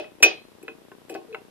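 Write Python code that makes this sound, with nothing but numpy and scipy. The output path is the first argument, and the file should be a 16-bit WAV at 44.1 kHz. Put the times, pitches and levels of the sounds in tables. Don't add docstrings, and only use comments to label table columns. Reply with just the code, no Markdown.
import sys
import numpy as np
from scipy import signal
from scipy.fft import rfft, irfft
from scipy.io import wavfile

SR = 44100
rng = np.random.default_rng(int(sys.argv[2]) if len(sys.argv) > 2 else 0)


def wrap_up_sound(samples):
    columns = np.atleast_2d(samples).T
    tamed = np.clip(columns, -1, 1)
    steps = np.round(tamed * 32767).astype(np.int16)
    wavfile.write(sys.argv[1], SR, steps)


def magnitude_from_level(level_db):
    exponent = np.asarray(level_db, float) / 20
    return 10 ** exponent


N = 66150
PAD = 4410
TIME = (np.arange(N + PAD) - PAD) / SR


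def butter(x, order, hz, kind="low"):
    return signal.sosfilt(signal.butter(order, hz, kind, fs=SR, output="sos"), x)


def at_hz(points, hz):
    points = np.array(points)
    return np.interp(np.log(hz), np.log(points[:, 0]), points[:, 1])


def strike(modes, start_s, db, favour_hz=1000, db_per_oct=0):
    chatter_s, spread_db = .0012, 4.5
    out = np.zeros(N + PAD)
    luck = rng.standard_normal((len(start_s), 2, 14))
    for k, (hz, level_db, t60) in enumerate(modes):
        late = chatter_s * np.abs(luck[:, 1, k])
        when = ((start_s + late) * SR).astype(int) + PAD
        away_db = db_per_oct * np.abs(np.log2(hz / favour_hz))
        clicks = np.full(N + PAD, 1e-18)
        clicks[when] = magnitude_from_level(db + level_db - away_db + spread_db * luck[:, 0, k]) * (-1) ** k
        r = magnitude_from_level(-60 / (t60 * SR))
        w = 2 * np.pi * hz / SR
        out += signal.lfilter([0, np.sin(w)], [1, -2 * r * np.cos(w), r * r], clicks)
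    return out


def bands(size, gain, alike):
    out = 0
    edges = 22 * 2 ** np.arange(0, 9.8, .5)
    white = rng.standard_normal((2, 2, size))
    for k, (low, high) in enumerate(zip(edges, edges[1:])):
        mid, side = butter(white[k % 2], 2, [low, high], "band")
        hz = np.sqrt(low * high)
        c = np.clip(alike(hz), -1, 1)
        out = out + gain(hz) * (np.sqrt(1 + c) * mid + np.sqrt(1 - c) * side * [[1], [-1]])
    return out / np.sqrt(np.mean(out ** 2) + 1e-20)


# start in seconds, spindle ring in dB, mallet knock in dB,
# washer jingle in dB, favoured knock region in Hz.
CONTACTS = [(-.03, -22.5, -17, -54, 2000), (.043, -40, -44.5, -81.5, 1960), (0.201, -48.5, -48, -51, 2000),
            (0.2291, 2.5, -21, -11, 2530), (.628, -51.5, -51, -41.5, 2000),
            (0.6803, -34.5, -25.5, -60, 1850), (.9165, -73, -38.5, -61.5, 1110),
            (1.095, -41, -39, -35.5, 1700), (1.107, -61, -69, -42, 2000), (1.117, -63, -58, -47.5, 2000),
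            (1.124, -50, -56, -45.5, 2000), (1.13, -46.5, -55, -67, 2000), (1.1495, -44, -33.5, -48, 1720),
            (1.159, -45, -40, -69, 2000), (1.327, -40.5, -41, -80, 4000), (1.3463, -45.5, -24, -82, 2480)]
# pitch in Hz, level in dB, t60 in seconds.
SPINDLE_MODES = [(1585, -23.5, 0.088), (2300, -17.5, .08), (2453, -33.5, .08), (2490, -7.5, .1),
                 (2846, -21, 0.13), (3030, -18.5, 0.15), (3090, -21, .1), (3480, -45, .2),
                 (3397, -22, 0.14), (3569, -31, .2), (4160, -36.5, 0.038), (4183, -30, 0.48),
                 (5000, -37.5, 0.057), (5940, -20, .13)]
KNOCK_MODES = [(800, -4, 0.024), (1054, -4, 0.054), (1350, -1, 0.024), (1512, -8, 0.057),
               (1704, -0.5, 0.021), (1992, -1, 0.023), (2200, -8.5, 0.018), (2726, -1, .05),
               (4000, -9.5, 0.028)]
WASHER_MODES = [(7400, -11, 0.035), (8050, -4, .04), (7500, -8, 0.038), (9000, -17, .02),
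                (10600, -11.5, 0.079), (11010, -19.5, .05), (11080, -12, 0.023), (12350, -4, .07),
                (12750, -29.5, .04), (13700, -8.5, .04), (15600, -13.5, .04)]


def metal():
    start_s, ring_db, knock_db, jingle_db, knock_hz = np.transpose(CONTACTS)
    main_hz, sag_hz, cap_db, main_t60_s = 2553, 60, -5, 0.11
    main = 0
    for start, db in zip(start_s, ring_db):
        begun = TIME >= start
        swing = begun * magnitude_from_level(db - 60 * np.maximum(TIME - start, 0) / main_t60_s)
        turns = np.cumsum((main_hz - sag_hz * swing) * begun) / SR
        main = main + np.minimum(swing, magnitude_from_level(cap_db)) * np.sin(2 * np.pi * turns)
    spindle = strike(SPINDLE_MODES, start_s, ring_db - 3)
    knock = strike(KNOCK_MODES, start_s, knock_db - 2, knock_hz, db_per_oct=10.5)
    washer = strike(WASHER_MODES, start_s, jingle_db - 6)
    return main + spindle + knock + washer


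# start in seconds, level in dB, favoured pitch region in Hz.
PUSHES = [(-.004, -24, 605), (0.203, -33.5, 450), (.2255, -19.5, 623), (.245, -21, 434), (.258, -21, 630),
          (.631, -39.5, 428), (.682, -35, 477), (0.916, -43, 423), (1.098, -28, 450), (1.128, -36.5, 450),
          (1.149, -22.5, 565), (1.161, -36.5, 337), (1.214, -45.5, 340), (1.246, -43, 400),
          (1.347, -33, 688)]
# pitch in Hz, level in dB, t60 in seconds.
CASTING_MODES = [(294, -0.5, .08), (329, -3.5, 0.096), (355.3, -1.5, 0.11), (400, -6, 0.11),
                 (450, -4.5, 0.095), (490.2, -6, 0.043), (600.9, -9, 0.13), (649.7, -8.5, 0.042),
                 (716, -7, 0.054), (767, -9.5, 0.14), (822, -5.5, 0.056), (939, -9, 0.046), (1077, -7, 0.1)]


def casting():
    start_s, db, favour_hz = np.transpose(PUSHES)
    return butter(strike(CASTING_MODES, start_s, db, favour_hz, db_per_oct=15.5), 2, 1500)


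# start in seconds, level in dB, hold in seconds, t60 in seconds.
BURSTS = [
    (-.04, -33.5, 0.014, 0.051),
    (0.2231, -50.5, .003, 0.011),
    (0.2252, -19.5, 0.009, 0.0081),
    (0.2272, -18, 0.013, .03),
    (.627, -57.5, 0.0034, 0.026),
    (1.098, -42, 0.0019, 0.02),
    (1.141, -44.5, 0.0043, 0.029),
]
# frequency in Hz, level in dB per Hz.
CRACKLE_COLOUR = [(300, -1.5), (1000, -10), (2500, 1), (4200, -0.5), (6000, -3.5), (8000, -8.5),
                  (12500, -17.5), (15000, -18.5)]


def crackle():
    env = 0
    for start, db, hold, t60 in BURSTS:
        fall_db = 60 * np.maximum(TIME - start - hold, 0) / t60
        env = env + (TIME >= start) * magnitude_from_level(db - fall_db)
    return env * bands(N + PAD, lambda hz: magnitude_from_level(at_hz(CRACKLE_COLOUR, hz)), lambda hz: 1)[0]


# start in seconds, length in seconds, level in dB.
SEAT_CREAKS = [
    (1.105, 0.0245, -34),
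    (1.285, 0.036, -38.5),
    (1.326, 0.022, -30.5),
]


def creaks():
    creak_hz, release_s = 449.7, 0.0021
    out = 0
    for start, length, db in SEAT_CREAKS:
        rise = np.clip((TIME - start) / length, 0, 1)
        swell = rise * np.exp(-np.maximum(TIME - start - length, 0) / release_s)
        out = out + magnitude_from_level(db) * np.sqrt(swell) * np.sin(2 * np.pi * creak_hz * (TIME - start))
    return out


# frequency in Hz, t60 in seconds.
ECHO_DECAY = [(150, .25), (500, 0.25), (2000, 0.25), (4000, 0.28), (6500, 0.05), (14000, 0.054)]


def workshop(x):
    delay_s = .004
    t = np.arange(SR // 2) / SR
    echo = bands(len(t), lambda hz: magnitude_from_level(-60 * t / at_hz(ECHO_DECAY, hz)), lambda hz: .2)
    echo = np.pad(echo, ((0, 0), (int(delay_s * SR), 0))) / np.sqrt(len(t))
    return signal.fftconvolve(x[None], echo, axes=1)[:, :len(x)]


# frequency in Hz, level in dB per Hz.
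HUM_COLOUR = [(25, -8.5), (120, -2.5), (330, 2), (700, -6.5), (1500, -11), (3400, -14), (6000, -21),
              (13500, -21)]
# frequency in Hz, left-right likeness from -1 to 1.
HUM_LIKENESS = [(30, -.4), (130, -.2), (500, 0.38), (1500, 0.023), (12000, 0)]


def hum():
    noise = bands(N + PAD, lambda hz: magnitude_from_level(at_hz(HUM_COLOUR, hz)), lambda hz: at_hz(HUM_LIKENESS, hz))
    return signal.sosfilt(signal.cheby2(8, 40, 14900, fs=SR, output="sos"), magnitude_from_level(-55.5) * noise)


def ticks():
    first_s, period_s, rise_s, drop_s = .0187, .03329, .0004, .00136
    low_hz, high_hz = 132, 450
    phase = (np.arange(N) / SR - first_s) % period_s
    rise = phase < rise_s
    drop = ~rise & (phase < rise_s + drop_s)
    pulse = butter(magnitude_from_level(4) * rise - drop, 1, [low_hz, high_hz], "band")
    pulse = butter(pulse, 1, low_hz, "high")
    return magnitude_from_level(-35.5) * pulse * [[1], [-0.015]]


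def scene():
    left_lag_s, pan_db, low_pan_db = .00009, 0.37, 2.6
    thud, creak, ring, crack = casting(), creaks(), metal(), crackle()
    low, high = thud + creak, ring + crack
    left = low * magnitude_from_level(low_pan_db) + high * magnitude_from_level(pan_db)
    right = low * magnitude_from_level(-low_pan_db) + high * magnitude_from_level(-pan_db)
    hz = np.arange(len(left) // 2 + 1) * SR / len(left)
    left = irfft(rfft(left) * np.exp(-2j * np.pi * hz * left_lag_s), len(left))
    wet = workshop(magnitude_from_level(-6.5) * thud + magnitude_from_level(-11) * creak + magnitude_from_level(-18.5) * ring + magnitude_from_level(-8) * crack)
    heard = butter(np.array([left, right]) + wet, 3, 240, "high")
    return (heard + hum())[:, PAD:] + ticks()


def low_pass(x):
    return signal.sosfilt(signal.butter(12, 15680, fs=SR, output="sos"), x)


def record(dry):
    mix = signal.sosfilt(signal.cheby2(10, 60, 15800, fs=SR, output="sos"), np.tanh(dry))
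    return low_pass(mix)


dry = scene()
out = record(dry)
wrap_up_sound(out)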